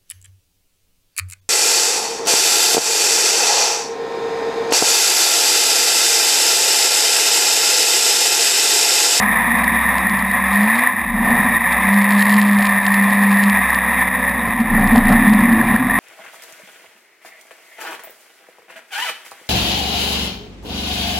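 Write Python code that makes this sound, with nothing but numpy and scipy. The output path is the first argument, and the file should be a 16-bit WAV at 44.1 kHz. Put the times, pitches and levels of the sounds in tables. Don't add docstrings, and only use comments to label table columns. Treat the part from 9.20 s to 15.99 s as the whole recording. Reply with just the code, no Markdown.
import sys
import numpy as np
from scipy import signal
from scipy.io import wavfile
from scipy.ndimage import uniform_filter1d

SR = 44100
rng = np.random.default_rng(int(sys.argv[2]) if len(sys.argv) > 2 else 0)


def amplitude_ratio(level_db):
    exponent = np.asarray(level_db, float) / 20
    return 10 ** exponent


def wav_out(sig):
    wavfile.write(sys.argv[1], SR, np.round(np.clip(np.atleast_2d(sig).T, -1, 1) * 32767).astype(np.int16))


N = 299439
TIME = np.arange(N) / SR

# t/s, shaft speed f/Hz, effort level/dB
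THROTTLE = [(0.0, 50.65, -3), (0.45, 62.93, -1), (1.3, 65.33, -5), (1.44, 68.85, 0), (1.62, 83, 0.5),
            (1.77, 85.6, -10), (1.92, 35.83, -21), (2.32, 55.6, -6), (2.74, 66.9, 1), (3.18, 68.4, 3),
            (3.54, 66.46, -0.5), (4.3, 66.82, 2), (4.5, 63.47, 0), (5.25, 61.95, 3), (5.53, 30.14, 11),
            (5.93, 27.1, 6), (6.08, 33.3, 2), (6.79, 45.75, 5.5)]
# multiple of shaft speed, level/dB, waver/dB
MAIN_ORDERS = [(3, -0.44, 2.2), (4, -8, 2.5)]
# f/Hz, level/dB
BOOM = [(160, -38), (187, -35), (195, -23), (204, -11.5), (216, -17.5), (232, -20.5), (246, -21),
        (265, -37)]
# shaft speed f/Hz, level/dB
SHAFT = [(28, -17.5), (35, -29.5), (55, -38.5), (64, -33.5), (86, -47)]
PICK_UP = 6.03, 0.2, 6, 0.6, -16


def throttle():
    speed, effort_db = columns(THROTTLE)
    glide_s = 0.034
    speed = uniform_filter1d(speed, int(glide_s * SR))
    coast_db_per_hz_s = 0.23
    effort_db = effort_db + coast_db_per_hz_s * np.minimum(np.gradient(speed) * SR, 0)
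    orders_db = [effort_db + db + read(BOOM, k * speed) for k, db, _ in MAIN_ORDERS]
    yield_db = 1.26 * np.maximum(orders_db[0] + 21, 0)
    shaft_db = read(SHAFT, speed) - np.minimum(yield_db, 10.5)
    start, swell, end, fade, top_db = PICK_UP
    not_yet_db = 30 * np.maximum(1 - (TIME - start) / swell, 0)
    gone_db = 10 * np.maximum((TIME - end) / fade, 0)
    pick_up_db = top_db - not_yet_db - gone_db
    return speed, effort_db, [shaft_db, *orders_db, pick_up_db]


# multiple of shaft speed, level/dB
SIDE_ORDERS = [(1.5, -76), (2, -44), (3.5, -56), (5, -39), (6, -39), (7, -41), (8, -40.5), (9, -40),
               (10, -44)]
# f/Hz, level/dB
CARRY = [(60, -2), (170, -5), (210, 6.5), (260, -1), (290, -8.5), (350, -11), (420, -17), (480, -1),
         (620, 0), (800, -31)]


def engine(turns, speed, effort_db, levels_db):
    wavers_db = [1.2] + [waver for *_, waver in MAIN_ORDERS] + [1.5]
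    main = 0
    for k, db, waver in zip((1, 3, 4, 6), levels_db, wavers_db):
        main = main + amplitude_ratio(db + waver * drift(15)) * np.sin(2 * np.pi * k * turns)
    weak = 0
    for k, db in SIDE_ORDERS:
        level_db = db + read(CARRY, k * speed) + 2.5 * drift(12)
        weak = weak + amplitude_ratio(level_db) * np.sin(2 * np.pi * (k * turns + rng.random()))
    change_hz_s = abs(uniform_filter1d(np.gradient(speed) * SR, size=4000))
    blur_db = np.minimum(0.033 * change_hz_s, 12)
    return np.sqrt(2) * (main + amplitude_ratio(effort_db - blur_db) * weak)


# t/s, level/dB, ring f/Hz
THROBS = [(1.933, -7, 206.5), (1.995, -7, 225.5), (2.067, -7, 236), (2.104, -4, 240), (2.186, -14, 184),
          (5.354, -16, 246), (5.4, -0.5, 229), (5.468, -11, 215.4), (5.51, -3, 224.8), (5.555, 2, 218),
          (5.656, -3, 235), (5.724, 10, 235), (5.77, 8.5, 243), (5.855, 2.5, 220), (5.892, -19, 251.5),
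          (5.954, -19, 210), (6.07, 7.5, 211), (6.104, 9.5, 216.8), (6.147, 4, 216.2), (6.189, 3, 210),
          (6.228, -4, 213), (6.27, -8, 228.8), (6.32, 7, 226), (6.388, 6.5, 228.2), (6.461, 1.5, 227),
          (6.499, 1, 241), (6.538, 0, 238.3), (6.595, 0, 255.7), (6.647, -6.5, 250), (6.756, -13, 222)]


def throbs():
    return rings(THROBS, lead=0.01244, length=0.052, gain_db=-8.5)


# f/Hz, width/Hz, level/dB
PANELS = [(168, 21, -35), (199.6, 14.4, 0), (226, 13.4, 4), (250, 25.8, -5), (329.7, 7.9, -10)]


def hull(turns, shake_db, thud_db):
    strength = amplitude_ratio(3.3 * rng.standard_normal(500))[turns.astype(int)]
    blows = (1.05 + strength * np.exp(-(turns % 1) / 0.94)) * rng.standard_normal(N)
    panels = 0
    for k, (hz, width, db) in enumerate(PANELS):
        ring = resonate(resonate(blows, hz, width), hz, 2.4 * width)
        panels = panels + (-1) ** k * amplitude_ratio(db) * ring
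    thud = evened(band(blows, 75, 209))
    thud += amplitude_ratio(-11.5) * evened(band(blows, 2.5, 55))
    thud += evened(band(blows, 382, 1270))
    thud += amplitude_ratio(-1.5) * evened(resonate(blows, 734, 37))
    thud += amplitude_ratio(-13.5) * evened(resonate(blows, 595, 16))
    return amplitude_ratio(shake_db + 2.0) * evened(panels) + amplitude_ratio(thud_db - 4.27) * thud


# t/s, level/dB, length/s
SLAMS = [(0.0, -30, 0.04), (1.442, -29, .04), (1.987, -50, 0.011), (2.116, -23.5, 0.049),
         (2.243, -33, 0.065), (3.04, -36, 0.045), (3.21, -42, 0.056), (3.4, -29, 0.034), (3.95, -45, 0.088),
         (5.282, -32, 0.034), (5.607, -27, 0.05), (5.43, -56, 0.029), (5.77, -20, 0.038),
         (5.919, -20, 0.034), (6.56, -24, 0.031)]


def chop(chop_db):
    slams = sum(amplitude_ratio(db) * np.exp(-((TIME - s) / length) ** 2) for s, db, length in SLAMS)
    thud = amplitude_ratio(chop_db - 8 + drift(6.9)) + slams
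    return chop_db + drift(7.9), 20 * np.log10(thud)


# f/Hz, level/dB per Hz
RUSH = [(280, -8), (330, -32.5), (420, -33), (500, -20), (650, -16), (980, -5), (1300, -10.5),
        (1450, -20.5), (1870, 3.5), (2250, -3), (2500, -12.5), (2950, -32), (4150, -43), (5900, -33.5)]
# f/Hz, width/Hz, level/dB
CASE = [(702, 18, 5.5), (737, 69, 7), (1016, 40.4, 12.5), (1143, 66, 6), (1790, 290, 6), (1910, 170, -3.5),
        (2190, 154, -10.5), (3510, 385, 15), (3792, 295, 17)]


def water(rush_db):
    flicker_db = 1.02 * drift(81) + 1.0 * drift(520) + 0.29 * drift(49)
    spray = rng.standard_normal(N) * amplitude_ratio(flicker_db)
    hz, _, z = signal.stft(spray, SR, nperseg=1024, noverlap=768)
    colour_db = read(RUSH, hz) - 30 * (hz < 270)
    for f0, width, db in CASE:
        colour_db = colour_db + db / (1 + (2 * (hz - f0) / width) ** 2)
    patches = uniform_filter1d(rng.standard_normal(z.shape), 10, 0)
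    patches = evened(uniform_filter1d(patches, 10, 1))
    coloured = z * amplitude_ratio(colour_db[:, None] + 0.67 * patches)
    rush = signal.istft(coloured, SR, nperseg=1024, noverlap=768)[1][:N]
    return amplitude_ratio(rush_db + 2.8) * evened(rush)


# t/s, level/dB, ring f/Hz
DROPS = [(0.0348, -10, 1736), (0.4783, -9, 1870), (0.8684, -3.5, 1854), (1.111, -8, 1918),
         (1.2858, -18, 1880), (1.505, -3, 1850), (1.6724, -1.5, 1890), (1.9823, -12.5, 1784),
         (2.1266, -2, 1835), (2.2023, -7, 1796), (2.3665, -1, 1877), (2.4074, -2, 1910),
         (2.7342, -16, 1876), (2.8429, -11, 1910), (3.6805, -2.5, 1750), (3.802, -12, 1973),
         (4.0353, -5, 1790), (4.5025, -3.5, 1780), (5.081, -6, 1790), (5.5648, -1.5, 1810),
         (5.6406, -4, 1850), (6.333, -3, 1870), (6.4122, 0, 1753), (6.5605, -0.5, 1800)]


def drops():
    return rings(DROPS, lead=0.001647, length=0.0081, gain_db=-2.5)


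# t/s, level/dB
TICKS = [(0.4437, -28), (0.7836, -26.5), (0.8977, -27), (0.9927, -30), (1.3326, -30), (2.5288, -29),
         (2.7427, -26), (2.788, -29), (2.9077, -26), (2.922, -22), (2.9956, -23.5), (3.009, -22.5),
         (3.0241, -18), (3.0976, -22.5), (3.1128, -24), (3.1268, -22), (3.142, -19), (3.1871, -27),
         (3.2163, -18.5), (3.2309, -27), (3.4254, -23), (3.4556, -22), (3.4702, -22), (3.6666, -18),
         (3.7431, -22.5), (4.2384, -22), (4.2992, -22), (4.548, -25), (5.7616, -20), (6.1377, -25),
         (0.0229, -33), (0.3541, -44), (0.3868, -34), (0.9461, -37), (1.1169, -33), (1.3478, -33),
           (1.4298, -36), (1.4583, -35), (1.5561, -33), (1.5816, -30), (1.5935, -31), (2.1117, -42),
           (4.5015, -32), (4.8048, -36), (5.0954, -33), (5.2859, -40), (5.4049, -35), (5.6755, -27),
           (5.7807, -20), (5.8561, -31), (5.8919, -26), (5.9257, -24), (6.0965, -25), (6.2057, -31),
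           (6.3269, -31)]


def rattle(turns, boom_db):
    s, db = np.transpose(TICKS)
    hits = np.zeros(N)
    hits[((s - 0.0003) * SR).astype(int)] = amplitude_ratio(db + 29.5)
    each_turn = np.diff(np.floor(turns), prepend=0) > 0
    spread_db = 4 * np.minimum(rng.standard_normal(N), 1.5)
    hits += each_turn * amplitude_ratio(boom_db + 10 + spread_db)
    touch = np.roll(hits, -int(0.0024 * SR)) * amplitude_ratio(-8 + 2.5 * rng.standard_normal(N))
    hits = touch - hits
    each_firing = np.diff(np.floor(3 * turns), prepend=0) > 0
    hits += each_firing * amplitude_ratio(boom_db + 6.6 * rng.standard_normal(N))
    return band(hits, 2100, 4920)


def channel_noise():
    low = band(rng.standard_normal(N), 30, 270)
    high = band(rng.standard_normal(N), 830, 3800)
    return amplitude_ratio(-59) * evened(low + 0.13 * high)


def evened(x):
    return x / np.sqrt(np.mean(x ** 2) + 1e-20)


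def columns(table):
    s, *rest = np.transpose(table)
    return [np.interp(TIME, s, c) for c in rest]


def read(points, hz):
    f, value = np.transpose(points)
    return np.interp(np.log(hz + 1), np.log(f), value)


def drift(hz):
    size = int(SR / hz)
    return evened(uniform_filter1d(uniform_filter1d(rng.standard_normal(N), size), size))


def resonate(x, hz, width):
    turn = np.exp(2j * np.pi * hz * TIME)
    r = np.exp(-np.pi * width / SR)
    return 2 * (turn * signal.lfilter([1 - r], [1, -r], x / turn)).real


def band(x, low_hz, high_hz):
    return signal.sosfilt(signal.butter(2, [low_hz, high_hz], "bandpass", fs=SR, output="sos"), x)


def rings(events, lead, length, gain_db):
    out = np.zeros(N + SR)
    t = np.arange(int(length * SR)) / SR
    for s, db, hz in events:
        tone = np.sin(2 * np.pi * hz * t) * np.hanning(len(t))
        out[round((s - lead) * SR):][:len(t)] += amplitude_ratio(db + gain_db) * tone
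    return out[:N]


# t/s, rush of water level/dB, chop under the hull level/dB
RIDE = [(0.0, -15.5, -26.5), (0.5, -18.5, -28), (1.0, -22, -29), (1.35, -18.5, -38), (1.69, -17, -40),
        (1.75, -25, -33), (1.87, -27, -30), (2.0, -26.5, -22.5), (2.09, -17.5, -22), (2.45, -17, -30),
        (2.8, -19.5, -36.5), (4.2, -17.5, -35.5), (5.25, -18, -29.5), (5.45, -20.5, -21),
        (5.75, -17.5, -13.5), (6.0, -16, -14), (6.54, -18, -16.5), (6.79, -17.5, -21.5)]


def scene():
    speed, effort_db, levels_db = throttle()
    turns = np.cumsum(speed * (1 + 0.004 * drift(16))) / SR
    rush_db, chop_db = columns(RIDE)
    mono = engine(turns, speed, effort_db, levels_db) + throbs()
    mono += hull(turns, *chop(chop_db))
    mono += water(rush_db + 1.71 * drift(2.7)) + drops()
    mono += rattle(turns, boom_db=levels_db[1])
    apart = channel_noise()
    return np.array([mono + apart, mono - apart])


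def low_pass(x):
    return signal.sosfilt(signal.butter(12, 15670, fs=SR, output="sos"), x)


# t/s, depth level/dB, recovery/s
DUCKS = [(2.385, 4, 0.057), (3.591, 5.5, 0.056), (4.89, 6, 0.058), (5.42, 4, 0.052), (6.568, 5.5, 0.08)]


def record(dry):
    duck_db = sum(depth * np.exp(-np.maximum(TIME - s, 0) / back) * (TIME > s) for s, depth, back in DUCKS)
    peak_db = 20 * np.log10(abs(dry[0]) + 1e-9)
    recovery_db = 90 * TIME
    over_db = np.maximum(np.maximum.accumulate(peak_db + recovery_db) - recovery_db + 6.0, 0)
    duck_db = duck_db + 0.5 * np.roll(uniform_filter1d(over_db, size=40), int(0.00046 * SR))
    anti_alias = signal.cheby1(7, 0.5, 5450, fs=SR, output="sos")
    smooth = signal.sosfilt(anti_alias, dry * amplitude_ratio(-duck_db))
    held = np.repeat(signal.resample_poly(smooth, 40, 147, axis=1), 4, axis=1)
    back = signal.resample_poly(held, 147, 160, axis=1)[:, :N]
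    back = np.clip(back, -1, 1)
    below = signal.oaconvolve(back, signal.firwin(801, 15230, fs=SR)[None], "same")
    mix = below + amplitude_ratio(-24) * (back - below)
    return low_pass(np.clip(mix, -1, 1))


dry = scene()
out = record(dry)
wav_out(out)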